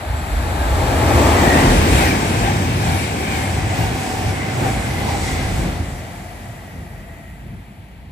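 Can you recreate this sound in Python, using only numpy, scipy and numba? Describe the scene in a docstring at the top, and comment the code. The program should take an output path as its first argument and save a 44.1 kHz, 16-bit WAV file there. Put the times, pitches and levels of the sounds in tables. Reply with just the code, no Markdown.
"""On a station platform an electric express runs past a phone, which turns to follow it.
The rails sing ahead of the train as thin modes and hiss of filtered noise. Resonant noise makes the
track rumble, boom and rings of rails and wheels; shaped noise makes body roar, rushing air and station.
They swell with the nose, pulse with each pair of bogies and die away behind the tail."""
import sys
import numpy as np
from scipy import signal
from scipy.fft import rfft, irfft, next_fast_len
from scipy.io import wavfile
from scipy.ndimage import uniform_filter1d
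from numba import njit

SR = 44100
rng = np.random.default_rng(int(sys.argv[2]) if len(sys.argv) > 2 else 0)


def log_audio(samples):
    """Write samples as a 16-bit WAV file to the path given in sys.argv[1]."""
    # one column per channel
    frames = np.atleast_2d(samples).T
    # limit to full scale, then quantise
    limited = np.clip(frames, -1, 1)
    pcm = np.round(limited * 32767).astype(np.int16)
    wavfile.write(sys.argv[1], SR, pcm)


N = 357651
SIZE = next_fast_len(N)  # transform length in samples

# All widths below are those of one pass of a resonance; ring() passes the noise twice.
# A half length is the time in which a bell-shaped rise falls to 1/e of its height.

# Singing rails. Each row: mode in Hz, width in Hz, dB ahead of the train, dB behind it (added to the approach
# and departure levels).
SINGING_MODES = [(6420, 60, -14, -11), (6870, 70, -9, -9), (7170, 70, -20, -3), (7310, 50, -8, -18),
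                 (7670, 45, -1.5, -18), (8390, 80, -9, -15), (10700, 80, -6, -9)]
# Broad hiss of the rails. Each row: centre in Hz, width in Hz, dB ahead, dB behind (added likewise).
RAIL_HISS = [(1370, 850, 14.3, 5), (3900, 1700, 7.6, -12), (7860, 7700, 0.99, -2),
             (10200, 14000, 0.77, 5.5), (11500, 6000, 4.1, 6.5)]
# Level of the singing on approach. Each row: time in seconds, level in dB.
SINGING_AHEAD = [(0, -53), (.5, -49), (1.0, -46), (1.3, -47), (1.7, -80)]
# Level of the singing after departure. Each row: time in seconds, level in dB.
SINGING_BEHIND = [(5.2, -85), (5.9, -61), (6.5, -63), (7.3, -67), (8.11, -77)]
SING_WAVER, SING_FLICKER_DB = .002, 2.5  # rms share of the pitch; rms patchiness

# Station background spectrum. Each row: frequency in Hz, relative level in dB per Hz.
STATION_SPECTRUM = [(30, -5), (90, 8), (200, 1.5), (500, -39), (1200, -50), (2000, -15.5), (5000, -31.5),
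                    (8000, -73), (11000, -50), (15800, -40)]
STATION_DB = -41

# Level of each layer before the swells. Each row: time in seconds, then in dB: buffeting air, track rumble,
# underframe boom, body roar, rail ring, wheel ring, air rush.
PASSING = [(0, -48, -29.5, -45, -37.5, -32.5, -38, -47), (.35, -28, -24.5, -33.5, -31.5, -33.5, -35.5, -43),
           (.8, -28, -19.5, -34, -23.5, -24.5, -33.5, -35), (1.26, -29, -12.5, -29, -14.5, -21, -27, -26),
           (1.6, -22, -20.5, -19.5, -14.5, -20.5, -26, -24.5),
           (1.83, -28, -22.5, -18.5, -17, -31.5, -26.5, -26),
           (2.25, -31.5, -30.5, -24, -22, -29.5, -27.5, -29.5),
           (2.68, -31, -22.5, -25, -25, -35, -31.5, -32.5), (3.6, -38, -25, -30, -27, -32.5, -32, -33.5),
           (4.45, -36.5, -25, -29.5, -27.5, -36.5, -32, -34.5),
           (5.4, -31, -25, -28, -27.5, -33.5, -33, -33), (5.65, -30.5, -27, -26, -28, -35.5, -35, -35),
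           (5.94, -39, -32, -35, -38.5, -40, -41, -42.5), (6.4, -39, -41, -40, -42.5, -44, -44.5, -47),
           (7.1, -39, -42, -42.5, -46.5, -49, -49, -58), (7.6, -40.5, -43.5, -44, -57, -53, -51.5, -66),
           (8.11, -47, -52, -47, -53.5, -52, -58, -67)]
# Pairs of bogies. Each row: time abreast in seconds, wheel mode in Hz before Doppler shift, its level in dB
# before fading, dB louder from behind, fading distance in m, then swell in dB of roar, rail ring, wheel ring, air rush.
BOGIES = [(1.26, 2100, -35.5, 15, 26, 0, -0.5, -7, 1), (2.02, 2390, -34.5, -2, 40, 1.5, 5, 5, 3.5),
          (2.47, 2230, -41, -8, 36, 1.5, 6.5, 3, 2.5), (2.9, 2298, -42, -3.5, 40, 1, 6.5, 3.5, 2.5),
          (3.36, 2255, -39, 4, 47, 2, 1.5, 4, 2), (3.8, 2250, -43, -1, 43, 0.5, 3.5, 2.7, 2),
          (4.21, 2315, -42, 6, 45, -0.5, 4, -1, 2.5), (4.66, 2300, -41.5, 10, 60, 5.5, 6, 1.5, 3),
          (5.12, 2300, -40, 8, 30, 2.5, 4, 0.5, 3), (5.55, 2250, -52, 9, 78, -3, 1, 1, 1)]
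# Half lengths in seconds of those four swells, in the same order.
SWELL_S = (.06, .08, .09, .11)
# Lags in seconds of the four swells after the time abreast.
SWELL_LAG_S = (-0.015, 0.0065, 0.006, 0.013)
# Gusts of the slipstream, the centre gliding between them. Each row: time in seconds, centre in Hz,
# buffet rise in dB, boom rise in dB, half length in seconds.
GUSTS = [(.09, 55.7, 14, 3, .04), (0.347, 54, 10.5, -4, 0.1), (1.445, 51.5, 6, 7, 0.061),
         (1.7, 40, 13, 5, 0.056), (1.785, 38, 15, -4.5, 0.037), (2.04, 52, 7, -1, 0.069),
         (2.44, 55, 9.5, 0, 0.074), (2.88, 55, 6, 5.5, 0.037), (3.36, 55, 7, 2, 0.094),
         (3.86, 60, 10, 3, 0.08), (4.14, 56.7, 8, 0, .05), (4.77, 60, 8, 4, 0.046),
         (5.63, 46, 12, 3.5, 0.097), (5.95, 52, 10.5, 0, 0.055), (6.798, 54.6, -3, 6, 0.084),
         (7.5, 54, -1, 7.5, 0.087)]
# Surges of the track rumble, the centre gliding between them. 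Each row: time in seconds, centre in Hz,
# rise in dB, half length in seconds.
SURGES = [(0.11, 68, 7.5, .055), (0.46, 76, 3.5, .03), (.715, 68, 4, 0.021), (1.13, 84, 2.5, 0.063),
          (1.8, 76.5, 6, 0.036), (1.943, 76, 13, 0.056), (2.09, 82, 6.5, 0.073), (2.435, 101, 7, 0.21),
          (2.935, 93, 6, 0.055), (3.08, 86, -3, 0.055), (3.64, 82.6, 7, 0.1), (3.813, 108, 11.5, 0.036),
          (4.06, 90, -4, .06), (4.28, 95, 11, 0.035), (4.623, 114, 5, 0.094), (5.0, 89.4, 2.5, .1),
          (5.812, 81.5, 8, 0.032), (6.497, 101, 10, 0.051), (6.796, 85, 9.5, 0.067), (6.996, 76, 9, 0.059),
          (7.547, 109, 9.5, 0.078), (8.027, 72.5, 13, 0.071)]
BUFFET_WIDTH_HZ, BUFFET_WAVER_DB = 21.6, 2.5
RUMBLE_WIDTH_HZ, RUMBLE_WAVER_DB = 42, 1.2
FLARE_S, FLARE_DB, FLARE_HALF_S = 5.28, 4, 0.063  # the air hiss flares once near the tail

BOOM_HZ, BOOM_WIDTH_HZ = 160.7, 159
# Body roar spectrum. Each row: frequency in Hz, relative level in dB per Hz.
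ROAR_SPECTRUM = [(150, -26), (230, -1.5), (300, -1), (400, -4), (600, -7), (1000, -9.5), (1400, -15),
                 (2500, -18), (5000, -40.5)]

# Broad rail resonances. Each row: centre in Hz before the drift, width in Hz, relative level in dB.
RAIL_MODES = [(711, 234, -3), (891, 190, -5.5)]
# Broad wheel resonances. Each row: centre in Hz before the drift, width in Hz, relative level in dB.
WHEEL_MODES = [(2250, 1200, -1), (1618, 590, -3)]
# Pitch drift of the broad steel ring. Each row: time in seconds, factor.
STEEL_PITCH = [(0, 0.96), (1.2, 0.93), (1.9, 0.98), (3.5, 1.01), (5.3, 0.95), (6.0, 0.91), (8.11, 0.98)]
# Sharpest rail mode, between two sleepers. Each row: time in seconds, centre in Hz, dB over the broad rail
# ring before the pulses.
RAIL_TONE = [(0, 800, -17), (.6, 810, -1), (1.3, 855, -10), (2.0, 785, -5.5), (4.2, 760, 2.5),
             (5.15, 790, 0.5), (5.8, 710, -2.5), (6.5, 695, 2), (7.0, 665, -0.5), (7.5, 692, 3.5),
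             (8.11, 700, -13)]
RAIL_TONE_WIDTH_HZ = 60
TONE_PULSE_DB, TONE_PULSE_S, TONE_FLUTTER_DB = 4.5, 0.16, 1.5  # pulse height, its half length, rms flutter

SPEED, SOUND, TRACK_M = 54, 343, 9  # train in m/s, sound in m/s, distance to the track
WHEEL_MODE_WIDTH_HZ, WHEEL_FLUTTER_DB = 160, 3
MODE_LAG_S = 0.055  # wheel modes pass this long after the time abreast
FADE_DB = 6  # lost to air and screening at a pair's fading distance

# Air rush spectrum. Each row: frequency in Hz, relative level in dB per Hz.
AIR_SPECTRUM = [(1500, -12), (2800, -2), (4000, -2.5), (6500, -5), (8300, -4), (10500, -9.5),
                (12500, -13.5), (15800, -21.5)]
# Borders in Hz between the bands of air that flicker separately.
AIR_SPLIT_HZ = (4500, 6500, 9000, 12000)

# Brief wheel whistles, the centre gliding between them. Each row: time in seconds, centre in Hz, level in dB,
# half length in seconds.
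WHISTLES = [(.62, 1580, -35, .06), (1.4, 1795, -32, .06), (1.56, 1893, -24.5, 0.11),
            (1.97, 2400, -34, 0.08), (2.07, 1850, -28, .04), (2.59, 2170, -36, 0.037),
            (2.99, 2305, -31, 0.098), (3.294, 2340, -32.5, 0.075), (3.39, 2100, -38, .05),
            (3.63, 1940, -39, 0.098), (4.43, 2020, -37, .05), (5.3, 1994, -35, 0.065)]
WHISTLE_WIDTH_HZ, WHISTLE_SPLIT = 75, .025  # each strand's mean offset is this share of the centre
# Knocks under the floor. Each row: time in seconds, centre in Hz, level in dB.
KNOCKS = [(4.643, 420, -26), (4.66, 620, -26), (5.085, 910, -28)]
KNOCK_HALF_S, KNOCK_WIDTH_HZ = 0.012, 160
# Two strands left ringing behind the tail. Each row: time in seconds, level in dB, lower Hz, upper Hz.
STRANDS = [(5.5, -80, 1930, 2050), (6.0, -53, 1930, 2060), (6.4, -54, 1900, 1975), (6.7, -54, 1900, 1980),
           (7.35, -56, 1900, 2030), (7.7, -67, 1900, 2000)]
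STRAND_WIDTH_HZ = 35

# Bass of the two channels in every view. Each row: frequency in Hz, likeness from 0 to 1, radians by which
# the right leads, left minus right in dB.
STEREO_BASS = [(30, .96, 0, 0), (80, .975, 0, 0), (150, .92, 0, .2)]
# Channels with the train ahead. Each row: frequency in Hz, likeness, right lead in radians, left minus right in dB.
TRAIN_AHEAD = [(400, 0.92, 0.34, 1), (800, 0.67, -1, 4), (1060, 0, -1, 7), (1420, 0.77, 2.5, 2),
               (1970, 0.45, -0.5, -0.5), (2840, 0.87, -2, 5.5), (3820, 0.37, 1, 2.5),
               (6150, 0.15, -6, -0.5), (6900, 0.35, 8, 0)]
# Channels with the train on the left. Each row: frequency in Hz, likeness, right lead in radians, left minus
# right in dB.
TRAIN_LEFT = [(440, 0.95, -1, 0), (800, 0.87, -1.5, 4.5), (1210, 0.34, -3, 2), (1500, 0.65, -4.5, 0),
              (2040, 0.45, -6, 0.5), (2935, 0.68, -9, 5), (3714, 0.72, 7, 5.5), (5970, 0.68, -28, 0.5),
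              (6870, 0.14, 9.5, -0.5)]
# Channels with the train on the right. Each row: frequency in Hz, likeness, right lead in radians, left minus
# right in dB.
TRAIN_RIGHT = [(400, 0.7, 0.61, 0.5), (800, 0.29, 0.26, -0.5), (1110, 0.34, 0.84, 1), (1480, 0.16, 1.8, 0),
               (2100, 0.38, -0.17, 0), (2630, 0.68, -1.93, 3), (4000, 0.1, -0.48, 2),
               (6140, 0.4, -0.01, 0.5), (7000, 0.1, 0.99, -0.5)]
# Place of the train as the phone turns. Each row: time in seconds, share on the left, share on the right.
VIEW = [(0, 0, 0), (1.3, 0, 0), (1.7, 1, 0), (3.3, 1, 0), (3.8, 0, 1), (5.5, 0, 1), (5.9, 0, 0),
        (8.11, 0, 0)]
# Above this frequency likeness and lead are fixed by these settings instead of the tables.
TREBLE_HZ, TREBLE_LAG_S, TREBLE_LIKENESS = 7500, 14 / SR, .82
MIC_LOW_HZ, TOP_HZ = 38, 15700  # edges of the phone's pass band


def undb(db):
    """Decibel law: amplitude ratio from level."""
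    return 10 ** (np.asarray(db) / 20)


def curves(table):
    """Linear interpolation: the columns of a time table, one value per sample."""
    s, *columns = np.transpose(table)
    return [np.interp(np.arange(N) / SR, s, c) for c in columns]


def unit(x):
    """Normalisation to rms 1."""
    return x / np.sqrt(np.mean(x ** 2))


@njit
def svf(x, g, k):
    """State-variable resonance: a band-pass with a moving centre, gain 1 there."""
    y, band, low = np.empty(len(x)), 0., 0.
    for i in range(len(x)):
        v = (band + g[i] * (x[i] - low)) / (1 + g[i] * (g[i] + k[i]))
        band, low = 2 * v - band, low + 2 * g[i] * v
        y[i] = k[i] * v
    return y


def ring(hz, width_hz):
    """Resonance under random excitation: noise through one band-pass, applied twice; rms 1."""
    g = np.tan(np.pi * hz / SR) * np.ones(N)
    k = width_hz / hz * np.ones(N)
    once = svf(rng.standard_normal(N), g, k)
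    return unit(svf(once, g, k))


def coloured(spectrum):
    """Spectral shaping: noise with a (Hz, dB) spectrum; rms 1."""
    hz, db = np.transpose(spectrum)
    log_hz = np.log(np.arange(1, SIZE // 2 + 2) * SR / SIZE)
    gain = undb(np.interp(log_hz, np.log(hz), db, left=-90))
    return unit(irfft(rfft(rng.standard_normal(SIZE)) * gain, SIZE)[:N])


def walk(rate):
    """Slow random modulation: levels held 1 / rate s and smoothed twice; rms 1."""
    k = int(SR / rate)
    held = np.repeat(rng.standard_normal(N // k + 1), k)
    return unit(uniform_filter1d(uniform_filter1d(held, k), k)[:N])


def steady(x, span_s, share):
    """Envelope levelling: a driven structure wavers less than free noise; rms 1."""
    power = uniform_filter1d(x ** 2, int(span_s * SR))
    return unit(x / power ** (np.clip(share, 0, 1) / 2))


def swells(times, rises, half_s):
    """Gaussian envelopes: bell-shaped rises around each moment, added together."""
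    t = np.arange(0, N + 64, 64) / SR  # every 64 samples suffices
    bells = np.exp(-((t[:, None] - times) / np.maximum(half_s, .01)) ** 2)
    return np.interp(np.arange(N) / SR, t, bells @ rises)


def bursts(times, db, half_s, hz, width_hz):
    """Transient resonance: one resonance that sounds briefly around each moment."""
    return swells(times, undb(db), half_s) * steady(ring(hz, width_hz), .04, share=.6)


def singing_rails():
    """Bending waves along the rails: thin modes and broad hiss before and after the train."""
    (ahead_db,), (behind_db,) = curves(SINGING_AHEAD), curves(SINGING_BEHIND)
    flickers = [undb(SING_FLICKER_DB * walk(9)) for _ in SINGING_MODES] + [1] * len(RAIL_HISS)
    total = 0
    for flicker, (hz, width, ahead, behind) in zip(flickers, SINGING_MODES + RAIL_HISS):
        gain = undb(ahead_db + ahead) + undb(behind_db + behind)
        total = total + flicker * gain * ring(hz * (1 + SING_WAVER * walk(7)), width)
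    return total


def station():
    """Stationary random noise: the constant background of the station."""
    return undb(STATION_DB) * coloured(STATION_SPECTRUM)


def levels():
    """Superposed level contours: the slow passing, lifted by gusts, surges and pairs of bogies."""
    buffet_db, rumble_db, boom_db, *rolling_db = curves(PASSING)
    s, _, buffet_rise, boom_rise, half = np.transpose(GUSTS)
    buffet_db = buffet_db + swells(s, buffet_rise, half) + BUFFET_WAVER_DB * walk(9)
    boom_db = boom_db + swells(s, boom_rise, half)
    s, _, rise, half = np.transpose(SURGES)
    rumble_db = rumble_db + swells(s, rise, half) + RUMBLE_WAVER_DB * walk(8)
    columns = np.transpose(BOGIES)
    s, rises = columns[0], columns[5:]
    rolling_db = [db + swells(s + lag, rise, half)
                  for db, rise, half, lag in zip(rolling_db, rises, SWELL_S, SWELL_LAG_S)]
    rolling_db[-1] = rolling_db[-1] + swells(np.array([FLARE_S]), np.array([FLARE_DB]), FLARE_HALF_S)
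    return buffet_db, rumble_db, boom_db, *rolling_db


def buffeting():
    """Low-frequency slipstream pressure: noise in a narrow band whose centre glides from gust to gust."""
    return steady(ring(curves(GUSTS)[0], BUFFET_WIDTH_HZ), 0.045, share=0.78)


def track_rumble():
    """Track resonance: noise in a low band whose centre glides from surge to surge."""
    return steady(ring(curves(SURGES)[0], RUMBLE_WIDTH_HZ), 0.04, share=0.7)


def underframe_boom():
    """Damped resonance of the underframe: one wide band of noise."""
    return ring(BOOM_HZ, BOOM_WIDTH_HZ)


def body_roar():
    """Broadband radiation from the coach bodies: noise of a fixed spectrum."""
    return coloured(ROAR_SPECTRUM)


def steel(modes):
    """Roughness excitation: rough wheels on rough rails shake a few broad resonances of drifting pitch."""
    shift, = curves(STEEL_PITCH)
    return unit(sum(undb(db) * ring(hz * shift, width) for hz, width, db in modes))


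def ringing_rails():
    """Modal vibration of the rail: a broad ring and a sharp mode pulsing under each pair of bogies."""
    tone_hz, tone_db = curves(RAIL_TONE)
    s = np.transpose(BOGIES)[0]
    pulse_db = swells(s, TONE_PULSE_DB + 0 * s, TONE_PULSE_S) - TONE_PULSE_DB / 2
    tone_db = tone_db + pulse_db + TONE_FLUTTER_DB * walk(12)
    return steel(RAIL_MODES) + undb(tone_db) * steady(ring(tone_hz, RAIL_TONE_WIDTH_HZ), .04, share=.5)


def bogies():
    """Doppler effect and 1 / distance spreading: pitch and gain of each pair's wheel mode."""
    passes, t = [], np.arange(N) / SR
    for s, mode_hz, db, rear_db, fade_m, *_ in BOGIES:
        along = SPEED * (s + MODE_LAG_S - t)
        distance = np.hypot(along, TRACK_M)
        toward = along / distance  # 1 approaching, -1 receding
        fade_db = FADE_DB * (distance / fade_m) ** 3
        heard_db = db - rear_db * toward - fade_db + WHEEL_FLUTTER_DB * walk(8)
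        heard_hz = mode_hz / (1 - toward * SPEED / SOUND)
        passes.append((heard_hz, undb(heard_db) * TRACK_M / distance))
    return passes


def passing_wheels(wheels):
    """Resonance of a moving source: noise through each pair's wheel mode as it is heard."""
    return sum(gain * ring(hz, WHEEL_MODE_WIDTH_HZ) for hz, gain in wheels)


def eddies():
    """Turbulent intermittency: flicker in dB of each air band, partly shared, the top band most."""
    gusts_db = .7 * walk(8)
    return [gusts_db + spread_db * walk(16) for spread_db in (.6, .9, 1.3, 1.7, 2.0)]


def rush(eddies_db):
    """Turbulence noise: air torn along the coach sides, a hiss whose bands flicker."""
    hiss = rfft(coloured(AIR_SPECTRUM), SIZE)
    band = np.digitize(np.arange(len(hiss)) * SR / SIZE, AIR_SPLIT_HZ)
    return sum(undb(db) * irfft(hiss * (band == k), SIZE)[:N] for k, db in enumerate(eddies_db))


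def wheel_whistles():
    """Split modes: each whistle is a pair of thin strands that waver about its centre."""
    s, _, db, half = np.transpose(WHISTLES)
    centre_hz = curves(WHISTLES)[0]
    total = 0
    for side in (-1, 1):
        strand_hz = centre_hz * (1 + WHISTLE_SPLIT * (side + .5 * walk(10)))
        total = total + bursts(s, db - 3, half, strand_hz, WHISTLE_WIDTH_HZ)  # half the power each
    return total


def floor_knocks():
    """Impulsive excitation: brief bursts of a resonance under the floor."""
    s, _, db = np.transpose(KNOCKS)
    return bursts(s, db, KNOCK_HALF_S, curves(KNOCKS)[0], KNOCK_WIDTH_HZ)


def lingering_strands():
    """Lightly damped modes: two thin strands that linger in the rails behind the tail."""
    db, *strands_hz = curves(STRANDS)
    return sum(undb(db + 2 * walk(6)) * steady(ring(hz, STRAND_WIDTH_HZ), .06, share=.5)
               for hz in strands_hz)


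def train(layers_db, wheels, eddies_db):
    """Superposition of sources: one ray of the passing train, its noise drawn anew at every call."""
    buffet, rumble, boom, roar, rail, wheel, air = (undb(db) for db in layers_db)
    low = buffet * buffeting() + rumble * track_rumble()
    body = boom * underframe_boom() + roar * body_roar()
    rolling = rail * ringing_rails() + wheel * steel(WHEEL_MODES) + passing_wheels(wheels)
    events = wheel_whistles() + floor_knocks() + lingering_strands()
    return low + body + rolling + air * rush(eddies_db) + events


def channels(near, other, table):
    """Partial coherence: both sides share one ray, phase-shifted; the right adds an unrelated one."""
    hz = np.arange(len(near)) * SR / SIZE
    table_hz, *columns = np.transpose(table)
    like, lead, balance_db = (np.interp(hz, table_hz, c) for c in columns)
    # the shared treble is inverted and slightly late on the left
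    treble = hz > TREBLE_HZ
    like = np.clip(np.where(treble, TREBLE_LIKENESS, like), 0, 1)
    lead = np.where(treble, np.pi + 2 * np.pi * hz * TREBLE_LAG_S, lead)
    right = like * np.exp(1j * lead) * near + np.sqrt(1 - like ** 2) * other
    pair = np.array([near * undb(balance_db / 2), right * undb(-balance_db / 2)])
    return irfft(pair, SIZE)[:, :N]


def scene():
    """Superposition of two rays, cross-faded between three views as the phone turns."""
    layers_db, wheels, eddies_db = levels(), bogies(), eddies()
    near, other = (rfft(singing_rails() + station() + train(layers_db, wheels, eddies_db), SIZE)
                   for _ in range(2))
    left, right = curves(VIEW)
    views = zip((1 - left - right, left, right), (TRAIN_AHEAD, TRAIN_LEFT, TRAIN_RIGHT))
    return sum(share * channels(near, other, STEREO_BASS + table) for share, table in views)


def record(dry):
    """Band limiting and saturation: the phone loses the deepest bass, rounds loud peaks and cuts the top."""
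    heard = signal.sosfilt(signal.butter(2, MIC_LOW_HZ, "high", fs=SR, output="sos"), dry)
    rounded = .97 * heard / (1 + heard ** 8) ** (1 / 8)
    return signal.sosfilt(signal.ellip(14, .2, 90, TOP_HZ, fs=SR, output="sos"), rounded)


dry = scene()
out = record(dry)
log_audio(out)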